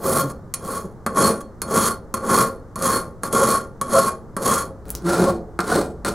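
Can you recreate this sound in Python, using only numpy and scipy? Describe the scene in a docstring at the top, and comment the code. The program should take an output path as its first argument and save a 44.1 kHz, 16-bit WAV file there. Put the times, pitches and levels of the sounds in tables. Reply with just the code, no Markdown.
"""Hand filing at a workbench

A hand file rasps over a metal casting on a wooden bench: nine strokes of a flat file, then three of a slimmer one.
Random tooth catches drive filters for the hissing steel, the chattering blade and the drumming bench.
Most strokes land with a click; light ticks, stick-slip squawks and brief singing come between and on top.
The workshop is small and quiet, with a low rumble and a hum under the slim file; the microphone is close."""
import sys
import numpy as np
from scipy import signal
from scipy.fft import rfft, irfft, next_fast_len
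from scipy.io import wavfile
from scipy.ndimage import uniform_filter1d, map_coordinates

SR = 44100
rng = np.random.default_rng(int(sys.argv[2]) if len(sys.argv) > 2 else 0)


def to_wav(s):
    """Save 16-bit WAV."""
    ch = np.atleast_2d(s).T  # columns
    pcm = np.round(np.clip(ch, -1, 1) * 32767)  # PCM
    wavfile.write(sys.argv[1], SR, pcm.astype(np.int16))


N = 270774  # samples

# Levels in the tables are balances ahead of the mix trims set in scene().

# strokes: touch_s, bite_s (full bite), rise_s, hold_s, release_s (time to fall by LIGHT_DB), hiss_db,
# gained_db (effort gained over the hold), chatter_db and judder_db (blade and bench above the hiss),
# lean_db (judder gained over the hold), top_db (top of the hiss against the rest)
FLAT_STROKES = [ (0, 0.06, 0.065, 0.14, 0.092, -29, 5, 2.7, 5.5, -2.5, 5),
                (0.54, 0.69, 0.12, 0.083, 0.11, -33.5, -1, 2.9, -3.5, -15, 2),
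                (1.064, 1.184, 0.051, 0.099, 0.098, -25.5, 1, 6, 5.5, 0, -4),
                (1.618, 1.747, 0.086, 0.14, 0.07, -23.5, -1.9, 4, -1, -9, 0.5),
                (2.141, 2.298, 0.098, 0.12, 0.093, -26, 3, 6.9, 4, -3.5, -2),
                (2.758, 2.838, 0.086, 0.13, 0.093, -25, -1.5, 4.5, -0.5, -2.5, 0),
                (3.234, 3.335, 0.031, 0.22, 0.082, -28.5, 2.6, 6.3, 4.5, -7.5, -3),
                (3.814, 3.955, 0.1, 0.13, 0.091, -23, -11.5, 3.3, -1, -4, -6),
                (4.367, 4.485, 0.1, .13, 0.072, -21.5, -10, 3.1, -3.5, -11.5, -0.5), ]
SLIM_STROKES = [ (4.856, 5.081, 0.054, 0.22, 0.088, -29.5, -7, 5.4, 6.6, 10.5, 0),
                (5.59, 5.705, 0.12, 0.093, 0.11, -29.5, -3, 5.9, 6.7, 5.9, 0),
                (6.048, 6.052, 0.0024, 0.04, 0.11, -31.5, -1, 3.3, 1.1, 2.7, 0), ]
# the file lands or snags: start_s, click_db, weight_db (how much more it shakes blade and bench)
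FLAT_KNOCKS = [(0.5397, -5.5, -23.5), (1.064, -13, 4), (1.1707, -14.5, 3.5), (1.6182, -8.5, -12),
               (2.141, -9, -6.5), (2.7579, -18.5, -4.5), (2.824, -12.5, -13), (3.2343, -12.5, -2),
               (3.3278, -11.5, -23), (3.8135, -9.5, -9), (4.3665, -15.5, 0.5)]
SLIM_KNOCKS = [(5.5904, -18.5, 4.5), (5.6044, -14, -6), (6.0484, -13.5, -4.5)]
# light ticks as the slim file is set in place: start_s, level_db, pitch_hz
TICKS = [(4.855, -41, 4370), (4.8837, -35, 8900), (4.893, -26.5, 1870), (4.904, -13, 10700),
         (4.9517, -14.5, 5450), (4.9836, -35, 4330)]
# the flat file brushes the casting again as it turns: centre_s, spread_s (standard deviation), hiss_db
SCUFFS = [(0.308, 0.011, -40.5), (1.411, 0.0044, -38.5), (2.174, 0.0056, -35), (3.265, 0.016, -34.5),
          (4.084, 0.0079, -27)]
# file and casting stick and slip in step, squawking or rocking: centre_s, spread_s, pitch_hz, level_db
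SQUAWKS = [(0.254, 0.022, 138, -23), (0.855, 0.0069, 189.6, -27.5), (2.345, 0.0042, 496.7, -15),
           (2.407, 0.013, 125, -24.5), (3.429, 0.0077, 538, -13), (3.948, 0.008, 542, -12),
           (3.974, 0.015, 665, -14), (3.985, 0.013, 550, -13.5), (5.072, 0.02, 174.7, -17.5),
           (5.228, 0.022, 178, -15.5), (5.285, 0.016, 555, -18), (5.725, 0.0047, 737, -16)]
# the flat blade is bowed into singing: centre_s, spread_s, pitch_hz, level_db
SINGING = [(1.25, 0.016, 4325, -23.5), (1.43, 0.039, 4335, -59)]

# resonances of steel, bending blade and bench: centre_hz, width_hz, height_db (over the broad colour,
# before the moving contact shifts it)
FLAT_RING = [(2420, 14, 11), (3285, 55, 10.5), (4335, 16, 19.5), (4340, 160, 7), (6700, 250, 5),
             (8690, 260, 8), (9465, 10, 13.5), (10574, 12, 17.5), (11030, 180, 15), (13620, 280, 12)]
SLIM_RING = [(2432, 14, 13), (4330, 200, 5.5), (6700, 8, 14), (7950, 14, 9), (8220, 13, 14.5),
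             (8690, 12, 9), (11480, 20, 9), (13530, 14, 11), (14830, 14, 10)]
FLAT_BEND = [(1085.5, 19, 14), (1105.6, 40, 16.6), (1180, 18, 11), (1300, 24, 2.1), (1395, 13, 13)]
SLIM_BEND = [(1033, 37, 4.3), (1185, 18, 3.5), (1398, 26, 10.7)]
FLAT_BENCH = [(142.5, 16, 6.9), (174, 26, 13.4), (225.6, 28.7, 15.8), (379, 61, 9.6), (456, 44, 11.5),
              (534.5, 35, 11.9), (641, 12, 10.2), (837, 19, 4.5)]
SLIM_BENCH = [(183, 29, 11), (234, 22, 10.5), (346, 43, 11.3), (427, 11, 11.4), (455, 51, 5.5),
              (559, 20, 9.9), (725, 22, 7.3)]
# broad colours of the hissing steel, the blade, the bench and the room rumble: freq_hz, level_db (relative)
FLAT_HISS = [(1200, -29), (2000, -3), (2700, -8), (5000, -0.5), (6400, 1.5), (8000, 2), (11400, 2),
             (12100, -9), (14500, -4.5), (16000, -11.5)]
SLIM_HISS = [(1200, -24), (2000, -13), (2700, -7), (4000, -1), (7500, -3), (10500, 1), (12100, -10.5),
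             (16000, -13.5)]
BLADE = [(500, -27), (850, -3), (1050, 9), (1400, 8.5), (2300, -9), (2800, -20.5), (5000, -62)]
BENCH = [(30, -30), (70, -3), (200, -2), (290, -1.5), (600, 0), (900, -5.5), (1200, -40.5), (2200, -46)]
RUMBLE = [(25, -5), (80, -1), (180, -6), (560, -18.5), (700, -21), (1200, -21.5), (2100, -39.5),
          (2500, -52), (6500, -47), (16000, -59)]

# the two microphone ports, direct sound: freq_hz, tilt_db (left minus right)
TILT = [(2000, 0), (7500, 1.5), (11000, -3), (13500, 0.5)]
# the same ports: freq_hz, lead_rad (left ahead of right)
LEAD = [(8000, 0), (12000, 0.99), (12800, 1.5), (14600, 0.78)]
# stereo spread of room and background: freq_hz, width_db (side minus mid)
WIDTH = [(30, -3), (120, -20), (1000, -11.5), (4000, -9), (12000, -2.5)]
# decay of the workshop: freq_hz, t60_s
WORKSHOP = [(150, 0.37), (1000, 0.23), (5000, 0.22), (14000, 0.017)]

LIGHT_DB = 26  # a stroke rises from, and is released to, a light touch this far below full bite
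ARCH_DB = 2  # the hand is fastest in mid-stroke
TOP_HISS_HZ = 12500  # the angle of the file changes the hiss around and above this
ROCK_DB, ROCK_T60_S = -33, 0.81  # the casting rocks on the bench under every stroke, then settles
SCUFF_CHATTER_DB = 5.5  # blade chatter over the hiss of a scuff
FREE_RING_DB = 2.5  # after a blow the steel rings more freely than under the rubbing teeth
TOP_HZ = 15900  # upper band limit


def filing(strokes, knocks, scuffs, hiss_colour, ring, bend, bench_modes, teeth_rate, rough_db,
           chatter_power, judder_power, heave_db, hiss_db, chatter_db, judder_db, click_db, clank_db, thud_db):
    """One file at work: its teeth excite the steel's high ring, the blade's bending and the bench below."""
    cut, top, chatter, judder = pressures(strokes, chatter_power, judder_power, heave_db)
    scuff = sum(amp(db) * swell(s, spread) for s, spread, db in scuffs)
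    cut, top = np.hypot(cut, scuff), np.hypot(top, scuff)
    chatter = np.hypot(chatter, amp(SCUFF_CHATTER_DB) * scuff)
    click, clank, thud = blows(knocks, skids=[(0.041, 2.8), (.09, 4.5), (0.12, 3)])

    speed = np.sqrt(cut / cut.max())  # a faster stroke is louder and meets more teeth
    grip = amp(rough_db * unit(wobble(70) + wobble(260)))  # the file bites and skates on the rough casting
    teeth = unit(grip * catches(teeth_rate * (speed + 0.17), spread_db=5.5))
    # the heavy parts follow the bite only partly
    slips = unit(np.sqrt(grip) * catches(6000 * (speed + .3), spread_db=1.5))

    top_change = filtered((top - cut) * teeth, lambda hz: np.clip((hz - TOP_HISS_HZ) / 1000 + .5, 0, 1))
    rasp = cut * teeth + top_change
    steel = sliding(amp(hiss_db) * rasp, hiss_colour, ring, shift_db=5.0)
    free_ring = [(hz, width, db + FREE_RING_DB) for hz, width, db in ring]
    landing = resonate(amp(click_db) * click, hiss_colour, free_ring)
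    blade_force = amp(chatter_db) * chatter * slips + amp(clank_db) * clank
    blade = sliding(blade_force, BLADE, bend, shift_db=-0.5)
    bench_force = amp(judder_db) * judder * slips + amp(thud_db) * thud
    bench = sliding(bench_force, BENCH, bench_modes, shift_db=2.5)
    return steel + landing + blade + bench


def pressures(strokes, chatter_power, judder_power, heave_db):
    """Gains of hiss, top hiss, chatter and judder as each stroke skims lightly, rises, holds and lets go."""
    t, gains = np.arange(N) / SR, np.zeros((4, N))
    for touch, bite, rise, hold, release, db, gained_db, chatter_db, judder_db, lean_db, top_db in strokes:
        skimming = np.clip((bite - t) / rise, 0, 1)
        after = np.maximum(t - bite - hold, 0)
        travel = np.clip((t - bite) / hold, 0, 1)
        arch = np.sin(np.pi * travel)
        effort = gained_db * travel + ARCH_DB * arch - LIGHT_DB * (skimming + after / release)
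        hiss = amp(db + effort)
        # a power below 1 follows the effort less steeply, and so outlasts the hiss
        chatter = amp(db + chatter_db + chatter_power * effort)
        judder_shape_db = judder_power * effort + lean_db * (travel - .5) + heave_db * arch
        judder = amp(db + judder_db + judder_shape_db)
        rocking = (t >= bite) * amp(ROCK_DB - 60 * after / ROCK_T60_S)
        parts = np.array([hiss, hiss * amp(top_db), chatter, np.hypot(judder, rocking)])
        gains += (t >= touch) * parts
    return np.abs(uniform_filter1d(gains, size=200, axis=1))  # soften the touch-down edges


def catches(rate, spread_db):
    """Teeth catch and break free at random, rate a second, each with its own force."""
    chance = np.clip(rate / SR, 1e-4, 1)
    caught = rng.random(N) < chance
    force = rng.choice([-1, 1], N) * amp(spread_db * rng.standard_normal(N))
    return unit(caught * force / np.sqrt(chance))  # even power whatever the rate


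def blows(knocks, skids):
    """Click, blade and bench forces of each knock: a sharp contact plus a skid (t60_s, energy_db) in each."""
    t, force = np.arange(SR // 8) / SR, np.zeros((3, N + SR))
    for s, db, weight_db in knocks:
        levels_db = (db, db + weight_db, db + weight_db)
        for part, level_db, (skid_s, skid_db) in zip(force, levels_db, skids):
            skid = rng.standard_normal(len(t)) * amp(-60 * t / skid_s)
            contact = amp(skid_db) * skid / np.linalg.norm(skid) + (t == 0)
            part[round(s * SR):][:len(t)] += amp(level_db) * contact
    return force[:, :N]


def sliding(force, colour, modes, shift_db, count=3):
    """As the contact travels along the blade it favours different resonances from moment to moment."""
    shares = np.array([np.exp(wobble(12)) for _ in range(count)])
    shares /= np.linalg.norm(shares, axis=0)
    out = np.zeros(N)
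    for place, share in enumerate(shares):
        # each resonance has its own pattern of nodes along the blade
        here = [(hz, width, db + shift_db * np.cos(2 * np.pi * (place + k) / count))
                for k, (hz, width, db) in enumerate(modes)]
        out += resonate(force * share ** 2, colour, here)
    return out


def resonate(force, colour, modes):
    """A force through a causal body of energy 1: a broad colour with resonances standing on it."""
    hz = np.fft.rfftfreq(SR, 1 / SR)
    peaks = sum(amp(2 * db) / (1 + (2 * (hz - centre) / width) ** 2) for centre, width, db in modes)
    # fold the cepstrum forward for minimum phase, so nothing rings before the blow
    cepstrum = irfft(np.log(amp(along(colour, hz)) * np.sqrt(1 + peaks)))
    cepstrum[1:SR // 2] *= 2
    cepstrum[SR // 2:] = 0
    ring = irfft(np.exp(rfft(cepstrum)))[:SR // 2]
    return signal.fftconvolve(force, ring / np.linalg.norm(ring))[:N]


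def squawks(rows, waver, octave_db):
    """Brief wavering stick-slip tones, each with its octave."""
    out, drift = np.zeros(N), 1 + waver * wobble(150)
    for s, spread, hz, db in rows:
        phase = 2 * np.pi * hz * np.cumsum(drift) / SR
        tone = np.sin(phase) + amp(octave_db) * np.sin(2 * phase)
        out += amp(db) * swell(s, spread) * tone
    return out


def ticks(tail_s, tail_db, level_db):
    """The file's edge taps the casting, too lightly to shake the bench: an impulse and a noise tail, ringing."""
    t, out = np.arange(N) / SR, np.zeros(N)
    colour = [(200, 21.5), (1500, -4.5), (5000, -2.5), (16000, 8)]  # freq_hz, level_db
    for s, db, hz in TICKS:
        start = round(s * SR)
        age = t - start / SR
        force = amp(tail_db - 60 * np.abs(age) / tail_s) * rng.standard_normal(N) * (age >= 0)
        force[start] = 1
        out += amp(db + level_db) * resonate(force, colour, [(hz, hz / 4, 14)])
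    return out


def workshop(x):
    """The room's short answer: 5 ms late, a noise tail dying faster in the treble."""
    hz, t, z = signal.stft(rng.standard_normal((2, SR // 2)), SR, nperseg=256)
    decay = amp(-60 * t / along(WORKSHOP, hz)[:, None])
    tail = signal.istft(z * decay, SR, nperseg=256)[1]
    tail /= np.linalg.norm(tail[0])
    late = np.pad(x, (SR // 200, 0))[None]
    return ports(*signal.fftconvolve(late, tail, axes=1)[:, :N])


def background(level_db, hum_db, hum_hz):
    """A low room rumble with a trace of hiss; a deep, fuzzy hum joins it with the slim file."""
    air = filtered(rng.standard_normal((2, N)), lambda hz: amp(along(RUMBLE, hz)))
    hum = unit(filtered(rng.standard_normal(N), lambda hz: 1 / (1 + ((hz - hum_hz) / 8) ** 2)))
    hum_on = np.arange(N) / SR > TICKS[0][0]
    return amp(level_db) * unit(ports(*air)) + amp(hum_db) * hum * hum_on


def ports(mid, side):
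    """Left and right of a diffuse sound: most alike in the upper bass, furthest apart in the high treble."""
    side = filtered(side, lambda hz: amp(along(WIDTH, hz)))
    return np.array([mid + side, mid - side])


def amp(db):
    """Decibels to gain."""
    return 10 ** (np.asarray(db) / 20)


def unit(x):
    """x at rms 1."""
    return x / np.sqrt(np.mean(x ** 2) + 1e-20)


def along(points, hz):
    """(freq_hz, value) points read on a log axis."""
    f, v = np.transpose(points)
    return np.interp(np.log(hz + 1), np.log(f + 1), v)


def wobble(rate):
    """A smooth random curve, rate knots a second."""
    knots = rng.standard_normal(int(N * rate / SR) + 4)
    return map_coordinates(knots, [np.arange(N) * rate / SR])


def swell(s, spread):
    """A bell-shaped gain in time, spread being its standard deviation in seconds."""
    return np.exp(-((np.arange(N) / SR - s) / spread) ** 2 / 2)


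def filtered(x, response):
    """x times a response of frequency."""
    m = next_fast_len(N + SR // 2)
    return irfft(rfft(x, m) * response(np.fft.rfftfreq(m, 1 / SR)), m)[..., :N]


def scene():
    """Both files close to the microphone, in the room."""
    flat = filing(FLAT_STROKES, FLAT_KNOCKS, SCUFFS, FLAT_HISS, FLAT_RING, FLAT_BEND, FLAT_BENCH,
                  teeth_rate=12000, rough_db=2, chatter_power=0.81, judder_power=0.53, heave_db=1.0,
                  hiss_db=0, chatter_db=-0.5, judder_db=-0.5, click_db=7.0, clank_db=16.0, thud_db=11)
    slim = filing(SLIM_STROKES, SLIM_KNOCKS, [], SLIM_HISS, SLIM_RING, SLIM_BEND, SLIM_BENCH,
                  teeth_rate=18000, rough_db=2.3, chatter_power=1.0, judder_power=0.63, heave_db=2.5,
                  hiss_db=-1, chatter_db=-1, judder_db=2, click_db=6.0, clank_db=16.5, thud_db=15.5)
    tones = squawks(SQUAWKS, waver=0.0356, octave_db=-1) + squawks(SINGING, waver=0.0029, octave_db=-8.5)
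    work = flat + slim + tones + ticks(tail_s=0.091, tail_db=-29.0, level_db=13.5)
    sides = np.array([[1], [-1]]) / 2  # half the difference to each port
    direct = filtered(work, lambda hz: amp(sides * along(TILT, hz)) * np.exp(1j * sides * along(LEAD, hz)))
    return direct + amp(-12.5) * workshop(work) + background(level_db=-39.5, hum_db=-41, hum_hz=53.0)


def record(dry):
    """Round off the tallest peaks towards 0.85 of full scale, then cut steeply above the band limit."""
    rounded = dry / (1 + np.abs(dry / .85) ** 6) ** (1 / 6)
    return filtered(rounded, lambda hz: 1 / (1 + (hz / TOP_HZ) ** 160))


dry = scene()
out = record(dry)
to_wav(out)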